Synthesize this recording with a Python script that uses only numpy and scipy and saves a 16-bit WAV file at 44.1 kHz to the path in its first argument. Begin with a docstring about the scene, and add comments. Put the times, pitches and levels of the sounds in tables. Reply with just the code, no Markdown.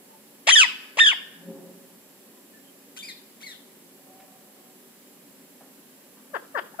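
"""Parakeets over a garden

A parakeet at a window gives two shrill screeches, later four short soft clucks: harmonic sums on gliding pitch.
A second one answers twice from the trees, with the same voice model, rougher and fainter.
Short reflections and a decaying noise tail throw the calls back. Behind them: filtered-noise murmur
and thin hiss, a brief distant rumble and drone from resonances, faint taps and far bird notes."""
import sys
import numpy as np
from scipy import signal
from scipy.fft import rfft, irfft
from scipy.io import wavfile
from scipy.ndimage import uniform_filter1d

SR = 44100
rng = np.random.default_rng(int(sys.argv[2]) if len(sys.argv) > 2 else 0)


def materialize(psi):
    """Save the field psi as 16-bit PCM at rate SR to the path in sys.argv[1].

    A 1-D psi becomes a single channel; in a 2-D psi each row is a channel.
    """
    bounded = np.clip(np.atleast_2d(psi).T, -1, 1)
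    quanta = np.round(bounded * 32767).astype(np.int16)
    wavfile.write(sys.argv[1], SR, quanta)


N = 299880
EDGE_HZ = 15600  # top of the harmonics and of the recorder's band


# Near calls, nominal arch: (start [s], crest [s], end [s], first pitch [Hz], crest pitch [Hz], last pitch [Hz],
# bow [0-1], steady sag [0-1], final drop lateness [power], warble [Hz], warble depth [0-1],
# warble phase at crest [turns], overtones [dB])
SCREECH_CALLS = [(0.468, 0.513, 0.656, 487.2, 2072, 781.5, 0.04, .49, 7.5, 42.43, .065, .11, -14),
                 (0.968, 1.001, 1.135, 418.6, 1746, 633, .08, .225, 9.8, 41.8, .115, .6, -21.5)]
# Loudness before mixing, one list a call: (time [s], level [dB])
SCREECH_LEVELS = [
    [(0.467, -45.5), (0.472, -18), (0.494, -10.5), (0.512, -13), (0.538, -10.5), (0.565, -9.5),
     (0.612, -8.5), (0.638, -14), (0.656, -27.5)],
    [(0.968, -45), (0.973, -27), (0.979, -31.5), (0.991, -13), (1.014, -9), (1.04, -15), (1.082, -10.5),
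     (1.107, -17.5), (1.135, -28)],
]
# Throat colour, beak open: (frequency [Hz], level [dB])
OPEN_BEAK = [(60, -41), (250, -27.5), (480, -1.5), (900, 1.5), (1350, -3.5), (1900, 4.5), (2600, 7),
             (3550, 4), (4300, -3.5), (5000, -5), (7400, -5), (11200, -23), (12400, -33), (15000, -34.5)]
# Left minus right: (frequency [Hz], level [dB])
SCREECH_SIDE = [(400, 4.5), (700, -3.5), (1300, 18), (1700, -1.5), (2250, 18.5), (2800, -7), (3150, 8),
                (3450, -11), (4200, -4), (5000, 1), (8000, -4), (15000, -7)]
# Phase lead of the left port: (frequency [Hz], lead [rad])
SCREECH_LEAD = [(600, 0), (1000, -0.9), (1450, -2.5), (1780, -4.5), (2100, -8.5), (2350, -7.5),
                (2700, -7.5), (3100, -9.5), (3450, -6), (4300, -7), (6200, -9.5), (7400, -13.5),
                (15000, -26)]


def near_screeches():
    """Full voice at the window: direct sound with frame reflections, plus garden echo."""
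    voice = np.zeros(N)
    for call, levels in zip(SCREECH_CALLS, SCREECH_LEVELS):
        gesture = sweep(call, levels, tremble=0.0067, hoarse=.05)
        start_s, sound = screech(gesture, OPEN_BEAK, jitter=.048, flutter=.42, rasp=.32, overtone_db=8, fray=.42)
        add(voice, start_s, sound)
    voice = coloured(voice, [(30, -20.5), (70, -7.5), (200, -0.5)])  # mic drops deep bass
    direct = window_frame(placed(voice, SCREECH_SIDE, SCREECH_LEAD))
    return gain_of(-1) * direct + gain_of(-16.5) * garden(voice[None], rise_s=.008)


# Breaks into a thin upper register: (from [s], to [s], pitch [share of sweep], added overtones [dB])
BREAKS = [(0.518, 0.553, .78, 7.5), (2.986, 3.023, .75, 8)]
BREAK_EDGE_S, BREAK_GAP_DB, BREAK_ODD_SHARE = .0035, -15, .06
ROUGH_RISE, ROUGH_END, SETTLE_S = .42, 0.19, .005
ODD_LOSS = 0.3  # odd-harmonic share lost by the end of the fall
GAPE_DB, GAPE_AT, GAPE_WIDTH = 7.5, 0.6, 0.19  # overtone peak; place and width as shares of the fall
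ROUGH_BRIGHT_DB, FALL_DULL_DB = 5.5, -8
WARBLE_DIP_DB, WARBLE_ROUGH = -3, 0.2


def sweep(call, levels, tremble, hoarse):
    """Pitch shoots up, sags with growing warble and drops; roughness and overtones follow the arch."""
    (start, crest, end, first_hz, top_hz, last_hz, bow, sag, lateness,
     warble_hz, depth, turns, overtone_db) = call
    t = np.arange(start, end, 1 / SR)
    up = np.clip((t - start) / (crest - start), 0, 1)
    down = np.clip((t - crest) / (end - crest), 0, 1)
    warble = np.cos(2 * np.pi * (warble_hz * (t - crest) + turns))
    trough = down * np.maximum(-warble, 0) ** 2  # voice weakens and rasps here

    final_drop = (1 - sag - last_hz / top_hz) * down ** lateness
    arch = 1 + bow * np.sin(np.pi * np.sqrt(down)) - sag * down - final_drop
    hz = first_hz * (top_hz / first_hz) ** up * arch
    hz *= 1 + depth * down * warble + tremble * band_noise(len(t), 90, 120)

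    # rough going up, clear at the crest, fraying going down
    rough = hoarse + ROUGH_RISE * step((crest - t) / SETTLE_S - 1)
    rough += ROUGH_END * down ** 2 + WARBLE_ROUGH * trough
    gape = np.exp(-.5 * ((down - GAPE_AT) / GAPE_WIDTH) ** 2)
    bright_db = overtone_db + ROUGH_BRIGHT_DB * rough + FALL_DULL_DB * down + GAPE_DB * gape
    level_db = np.interp(t, *np.transpose(levels)) + WARBLE_DIP_DB * trough
    odd = 1 - ODD_LOSS * down

    for since, until, share, shrill_db in BREAKS:
        broken = step((t - since) / BREAK_EDGE_S) * step((until - t) / BREAK_EDGE_S)
        hz *= 1 + (share - 1) * broken
        odd *= 1 + (BREAK_ODD_SHARE - 1) * broken
        level_db += BREAK_GAP_DB * np.sin(np.pi * broken) ** 2  # each flip chokes the voice
        bright_db += shrill_db * broken
    return t, hz, level_db, rough, odd, bright_db


def screech(gesture, throat, jitter, flutter, rasp, overtone_db, fray):
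    """Syrinx: throat-filtered harmonics, roughened by pitch jitter, flutter and breath puffs."""
    t, hz, level_db, rough, odd, bright_db = gesture
    rough, odd = np.clip(rough, 0, 1), np.clip(odd, .04, 1)
    # uneven cycles smear the upper harmonics most
    pitch = hz * (1 + jitter * rough * band_noise(len(t), 0, 660))
    phase = 2 * np.pi * np.cumsum(pitch) / SR

    k = np.arange(1, 25)[:, None]
    weight = gain_of(read(throat, k * hz)) * (k * hz < EDGE_HZ) * np.where(k % 2, odd, 1)
    weight = weight * np.where(k > 2, gain_of(bright_db + overtone_db), 1)
    partials = np.sqrt(2) * weight * np.cos(k * phase + k ** 2) / np.linalg.norm(weight, axis=0)
    # uneven membrane snaps fray the overtones even in clear stretches
    frayed = (1 + fray * band_noise(len(t), 400, 1200)) / np.hypot(1, fray)
    tone = partials[:2].sum(0) + partials[2:].sum(0) * frayed

    # one puff of air a cycle, treble-weighted
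    puffs = coloured(rng.standard_normal(len(t)) * (1 + np.cos(phase)), throat)
    puffs = evened(coloured(puffs, [(500, -19.5), (2000, 4.5), (7000, 7.5)]))
    voice = tone * (1 + flutter * rough * band_noise(len(t), 270, 400)) + rasp * rough * puffs
    return t[0], gain_of(level_db) * evened(voice) * signal.windows.tukey(len(t), .03)


# Far calls, columns as SCREECH_CALLS: (start [s], crest [s], end [s], first pitch [Hz], crest pitch [Hz],
# last pitch [Hz], bow [0-1], sag [0-1], drop lateness [power], warble [Hz], warble depth [0-1],
# warble phase at crest [turns], overtones [dB])
ANSWER_CALLS = [(2.963, 2.994, 3.125, 934, 2374, 1817, .01, -.01, 3.9, 11.45, .085, .2, -10.5),
                (3.404, 3.435, 3.55, 932, 2208, 1545, .05, .36, 1.3, 17.3, 0.045, 0.703, -11.5)]
# Loudness before mixing, one list a call: (time [s], level [dB])
ANSWER_LEVELS = [
    [(2.962, -52), (2.976, -38.5), (3.0, -40), (3.02, -44.7), (3.036, -36.5), (3.072, -46.5),
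     (3.095, -34.5), (3.108, -39), (3.125, -43)],
    [(3.402, -55.5), (3.422, -46.5), (3.434, -42), (3.445, -40), (3.458, -51), (3.469, -35.5),
     (3.484, -41.5), (3.515, -42.5), (3.55, -51)],
]
# Throat colour from afar: (frequency [Hz], level [dB])
FAR_BEAK = [(600, -22), (1400, -2.5), (2300, 3), (3000, 1), (3700, 7.5), (4700, -2.5), (5800, 1.5),
            (7300, 0), (11000, -5.5), (14000, -14)]
# Left minus right: (frequency [Hz], level [dB])
ANSWER_SIDE = [(700, -7), (1300, 29), (2400, 6), (4400, -2.5), (15000, 1)]
# Phase lead of the left port: (frequency [Hz], lead [rad])
ANSWER_LEAD = [(300, .7), (1000, 3.135), (1900, 6.2), (2800, 8.6), (4400, 12.6), (6500, 16.4),
               (10000, 26.4), (15000, 34.176)]


def answers():
    """Second bird in the trees; leaves scatter much of its voice."""
    voice = np.zeros(N)
    for call, levels in zip(ANSWER_CALLS, ANSWER_LEVELS):
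        gesture = sweep(call, levels, tremble=.015, hoarse=0.15)
        start_s, sound = screech(gesture, FAR_BEAK, jitter=.08, flutter=0.98, rasp=1.0, overtone_db=1.0, fray=.7)
        add(voice, start_s, sound)
    direct = window_frame(placed(voice, ANSWER_SIDE, ANSWER_LEAD))
    return gain_of(-1.0) * direct + gain_of(-10) * garden(direct, rise_s=0.0021)


# Clucks before mixing: (start [s], length [s], first pitch [Hz], last pitch [Hz], level [dB],
# beak parting [share of length], treble once parted [dB])
CLUCKS = [(6.333, 0.043, 661, 260.7, -27, .25, 4), (6.542, .06, 668, 253.1, -25, .52, 8),
          (6.734, 0.018, 686, 933, -42.5, .5, -12), (6.788, 0.029, 771, 329, -21.5, .5, 3)]
# Left minus right: (frequency [Hz], level [dB])
CLUCK_SIDE = [(400, -4), (700, 2.5), (1200, 13.5), (1900, 19.5), (3000, -3), (8000, 7)]
# Phase lead of the left port: (frequency [Hz], lead [rad])
CLUCK_LEAD = [(300, -2), (700, -0.6), (1000, -0.4), (1150, -2), (1800, -0.5), (2100, -3.5), (3200, -9),
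              (6000, -7)]


def clucks():
    """Soft muttering at the window, direct plus garden echo."""
    voice = np.zeros(N)
    for row in CLUCKS:
        add(voice, *cluck(mutter(*row), jitter=0.02, hiss=0.61, soften=0.76))
    direct = window_frame(placed(voice, CLUCK_SIDE, CLUCK_LEAD))
    direct = direct * (np.arange(N) > SR)  # direct path silent for the first second
    return gain_of(-1.7) * direct + gain_of(-17) * garden(voice[None], rise_s=0.00324)


CLUCK_ATTACK_S, CLUCK_RELEASE_S, CLUCK_EDGE_DB = 0.01145, 0.0058, -16.5
BEAK_SHUT_DB, BEAK_PARTING = -11, 0.083  # treble gain, beak shut; parting time as share of a cluck


def mutter(start, length, first_hz, last_hz, db, parts_at, parted_db):
    """Straight pitch glide under attack, hold and release; the treble gain shifts as the beak parts."""
    t = np.arange(0, length, 1 / SR)
    edges = np.maximum(1 - t / CLUCK_ATTACK_S, 0) + np.maximum(1 - (length - t) / CLUCK_RELEASE_S, 0)
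    parted = step((t / length - parts_at) / BEAK_PARTING)
    open_db = BEAK_SHUT_DB + (parted_db - BEAK_SHUT_DB) * parted
    hz = first_hz + (last_hz - first_hz) * t / length
    return start + t, hz, db + CLUCK_EDGE_DB * edges, open_db


# Throat colour, beak shut: (frequency [Hz], level [dB])
SHUT_BEAK = [(150, -22.5), (300, -6.5), (560, 4.5), (850, 2), (1200, 7.5), (1750, 8), (2050, -5),
             (2350, -19), (3200, -13), (4000, -32), (4800, -23.5), (6000, -58), (12000, -59)]


def cluck(gesture, jitter, hiss, soften):
    """Gliding harmonics through the shut-beak throat, with a rough treble set by the beak."""
    t, hz, level_db, open_db = gesture
    phase = 2 * np.pi * np.cumsum(hz * (1 + jitter * band_noise(len(t), 0, 690))) / SR
    k = np.arange(1, 21)[:, None]
    dull_db = soften * np.minimum(level_db + 25.5, 0) * np.log2(k)  # softer is closer to a sine
    partials = gain_of(read(SHUT_BEAK, k * hz) + dull_db) * np.cos(k * phase + k ** 2 / 2) * np.sqrt(hz)
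    high = np.clip((k * hz - 2000) / 400, 0, 1)
    treble = gain_of(open_db) * (1 + hiss * band_noise(len(t), 196.2, 700)) / np.hypot(1, hiss)
    voice = (partials * (1 - high + high * treble)).sum(0)
    return t[0], gain_of(level_db) * evened(voice) * signal.windows.tukey(len(t), .06)


def placed(x, side, lead):
    """Two microphone ports: level and phase differ by frequency, total power kept."""
    hz = bins(x)
    tilt = gain_of(read(side, hz))
    ports = np.array([tilt * np.exp(1j * read(lead, hz)), np.ones(len(hz))])
    return irfft(rfft(x) * ports * np.sqrt(2 / (1 + tilt ** 2)), N)


# Glass and frame reflections: (left delay [ms], left gain [x], right delay [ms], right gain [x])
FRAME = [(.73, -.22, 0.27, -.18), (2.2, 0.0031, 1.33, -0.085), (4.48, 0.2, 5.5, 0.24), (8.64, 0.28, 16, .1),
         (14.7, -.08, 12, .09), (23, 0.041, 10, -.07)]


def window_frame(x):
    """Comb of short reflections off glass and frame, separate for each port."""
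    turn_per_ms = -2j * np.pi * bins(x) / 1000
    comb = 1
    for left_ms, left_gain, right_ms, right_gain in FRAME:
        left = left_gain * np.exp(turn_per_ms * left_ms)
        right = right_gain * np.exp(turn_per_ms * right_ms)
        comb = comb + np.array([left, right])
    return irfft(rfft(x) * comb, N)


# House walls across the garden: (delay [s], spread [s], boost over other echoes [dB])
WALLS = [(0.03, .006, 11), (.077, 0.015, 7)]
# Echo decay: (frequency [Hz], t60 [s])
GARDEN_T60 = [(300, 0.5), (1500, 1.18), (3200, 0.58), (5000, 0.81), (10000, 0.46)]
# Echo colour: (frequency [Hz], level [dB])
GARDEN_COLOUR = [(300, 7.5), (1100, -3), (1800, -3.5), (2850, 4.5), (3600, 3.5), (4200, 3), (4800, 7),
                 (6500, -6.5), (7700, 1), (11000, -2)]


def garden(x, rise_s):
    """Scattered echoes from walls and leaves: sparse random taps, decay set by frequency."""
    taps_per_s = 2500
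    impulses = rng.standard_normal((2, SR)) * (rng.random((2, SR)) < taps_per_s / SR)
    hz, t, z = signal.stft(impulses, SR, nperseg=256)
    walls_db = sum(db * np.exp(-.5 * ((t - s) / spread) ** 2) for s, spread, db in WALLS)
    fade = gain_of(walls_db - 60 * t / read(GARDEN_T60, hz)[:, None]) * (1 - np.exp(-t / rise_s))
    tail = signal.istft(z * fade, SR, nperseg=256)[1]
    tail /= np.linalg.norm(tail, axis=1, keepdims=True)
    tail = coloured(tail, GARDEN_COLOUR)[:, :SR * 9 // 10]
    return signal.fftconvolve(x, tail, axes=1)[:, :N]


# Far bird notes: (start [s], length [s], pitch [Hz], level [dB])
FAR_NOTES = [(0.06, 0.15, 892, -56), (2.327, 0.11, 980, -62), (2.517, 0.12, 1760, -58),
             (2.63, 0.093, 3120, -60)]


def far_notes():
    """Far birds: each note a blurred whistle of narrow-band noise."""
    out = np.zeros((2, N))
    for s, length, hz, db in FAR_NOTES:
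        size = round(length * SR)
        for channel in out:
            add(channel, s, gain_of(db) * band_noise(size, hz, 41) * signal.windows.tukey(size, .7))
    return out


# Faint taps: (time [s], level [dB], centre [Hz], t60 [s])
TAPS = [(4.2, -53.5, 2076, 0.19), (5.608, -48.5, 690, 0.29), (6.17, -55, 900, 0.17)]


def taps():
    """Small dull knocks: decaying band noise, centred."""
    out, t = np.zeros(N), np.arange(SR // 4) / SR
    for s, db, hz, t60 in TAPS:
        add(out, s, gain_of(db - 60 * t / t60) * band_noise(len(t), hz, 1.14 * hz))
    return out


# Distant rumble, level per noise layer: (time [s], level [dB])
RUMBLE = [(1.34, -59), (1.346, -55.5), (1.474, -45.5), (1.488, -39.5), (1.708, -45.5), (1.738, -49),
          (2.0, -58)]
# Its resonances: (centre [Hz], width [Hz], relative level [dB])
RUMBLE_MODES = [(177.5, 13, -6.5), (222, 13, -9), (283, 24, -9), (384, 63, -7), (547, 26, -8.5),
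                (716, 550, -17)]
# Faint far drone, level per noise layer: (time [s], level [dB])
DRONE = [(3.9, -74), (4.15, -56.5), (4.35, -61), (4.55, -64), (4.85, -71)]
# Its resonances: (centre [Hz], width [Hz], relative level [dB])
DRONE_MODES = [(754, 42, 11), (588, 110, 6), (1120, 310, 0)]


def far_sound(curve, modes, spread):
    """Resonant noise that swells and fades: a shared layer plus one layer per channel."""
    t, level_db = controls(curve)
    out = np.zeros((3, N))
    for channel in out:
        body = sum(gain_of(db) * band_noise(len(t), hz, width) for hz, width, db in modes)
        add(channel, t[0], gain_of(level_db) * evened(body) * signal.windows.tukey(len(t), .15))
    return out[0] + spread * out[1:]


# Background spectrum, relative: (frequency [Hz], density [dB per Hz])
AIR = [(15, -74.5), (25, -43), (113, -25.5), (164, -7.5), (274, -1.5), (313, -14.5), (378, 0), (421, -9),
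       (582, -7), (684, -14.5), (762, -12.5), (1410, -20.5), (1710, -16.5), (1950, -18.5), (15500, -23)]
# Narrow humps on it: (centre [Hz], width [Hz], boost [dB])
AIR_HUMPS = [(208.5, 11, 5.5), (278, 16, 5), (293.05, 21, -1), (380, 26, -0.5), (2960, 120, 1.5),
             (7600, 390, 5.5), (10700, 450, 6), (12100, 650, -0.5), (12500, 510, 5.5)]
# Likeness of the channels: (frequency [Hz], correlation [-1 to 1])
AIR_SAME = [(60, 0.918), (130, 0.75), (290, 1), (640, 0.33), (1410, 0.21), (3100, -0.065), (6820, -0.2),
            (15000, 1)]
# Left minus right: (frequency [Hz], level [dB])
AIR_SIDE = [(60, -12.5), (110, 5), (200, 0), (380, 1.5), (700, 0.5), (1290, 6.5), (2380, 3.5), (4400, -0.5),
            (8120, -2.5), (15000, -12)]


def air(patchy_db, level_db):
    """Shaped noise: low outdoor murmur with drifting patches under an even hiss."""
    frames, hz = N // 512 + 5, np.fft.rfftfreq(2048, 1 / SR)
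    a, b, c, d, patches = rng.standard_normal((frames, len(hz), 5)).T
    patches = uniform_filter1d(patches, size=6, axis=0)
    patches = evened(uniform_filter1d(patches, size=12, axis=1))
    same = np.clip(read(AIR_SAME, hz), -1, 1)[:, None]
    left = a + 1j * b
    right = same * left + np.sqrt(1 - same ** 2) * (c + 1j * d)
    humps_db = sum(db * np.exp(-.5 * ((hz - f) / width) ** 2) for f, width, db in AIR_HUMPS)
    side_db = np.array([.5, -.5])[:, None] * read(AIR_SIDE, hz)
    steady_db = (read(AIR, hz) + humps_db + side_db)[:, :, None]
    drift_db = patchy_db * patches / (1 + hz[:, None] / 4000)  # weaker in the treble
    z = np.array([left, right]) * gain_of(steady_db + drift_db)
    sound = signal.istft(z, nperseg=2048, noverlap=1536)[1][:, :N]
    return gain_of(level_db) * sound / sound.mean(0).std()


def gain_of(db):
    """Decibels to amplitude."""
    return 10 ** (np.asarray(db) / 20)


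def evened(x):
    """Scales to rms 1."""
    return x / np.sqrt(np.mean(x ** 2) + 1e-20)


def step(x):
    """Smooth step from 0 to 1 around x = 0."""
    return .5 + .5 * np.tanh(x)


def read(points, hz):
    """Reads a curve on a log-frequency axis."""
    f, value = np.transpose(points)
    return np.interp(np.log(hz + 1), np.log(f + 1), value)


def add(mix, s, sound):
    """Mixes a sound in at time s."""
    part = mix[round(s * SR):][:len(sound)]
    part += sound[:len(part)]


def bins(x):
    """Spectrum frequencies of x, Hz."""
    return np.fft.rfftfreq(x.shape[-1], 1 / SR)


def coloured(x, points):
    """Filters x by a (frequency [Hz], level [dB]) curve."""
    return irfft(rfft(x) * gain_of(read(points, bins(x))), x.shape[-1])


def band_noise(size, hz, width_hz):
    """Noise in one resonance, rms 1."""
    x = rng.standard_normal(size)
    return evened(irfft(rfft(x) / (1 + (2 * (bins(x) - hz) / width_hz) ** 2), size))


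def controls(rows):
    """Time axis and table columns at every sample."""
    s, *columns = np.transpose(rows)
    t = np.arange(s[0], s[-1], 1 / SR)
    return [t] + [np.interp(t, s, c) for c in columns]


def scene():
    """Birds over the garden background."""
    birds = near_screeches() + answers() + clucks()
    distant = far_sound(RUMBLE, RUMBLE_MODES, spread=0.33) + far_sound(DRONE, DRONE_MODES, spread=0.75)
    small = distant + taps() + far_notes()
    small = coloured(small, [(60, -30), (110, -3), (160, -1.5)])  # mic drops deep bass
    return birds + small + air(patchy_db=.8, level_db=-52.65)


def record(dry):
    """Recorder: soft limit on the loudest peaks, then a low-pass band limit."""
    limited = dry / (1 + (abs(dry) / .85) ** 8) ** (1 / 8)
    low_pass = signal.firwin(511, EDGE_HZ, window=("kaiser", 9), fs=SR)
    return signal.oaconvolve(limited, low_pass[None], "same")


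dry = scene()
out = record(dry)
materialize(out)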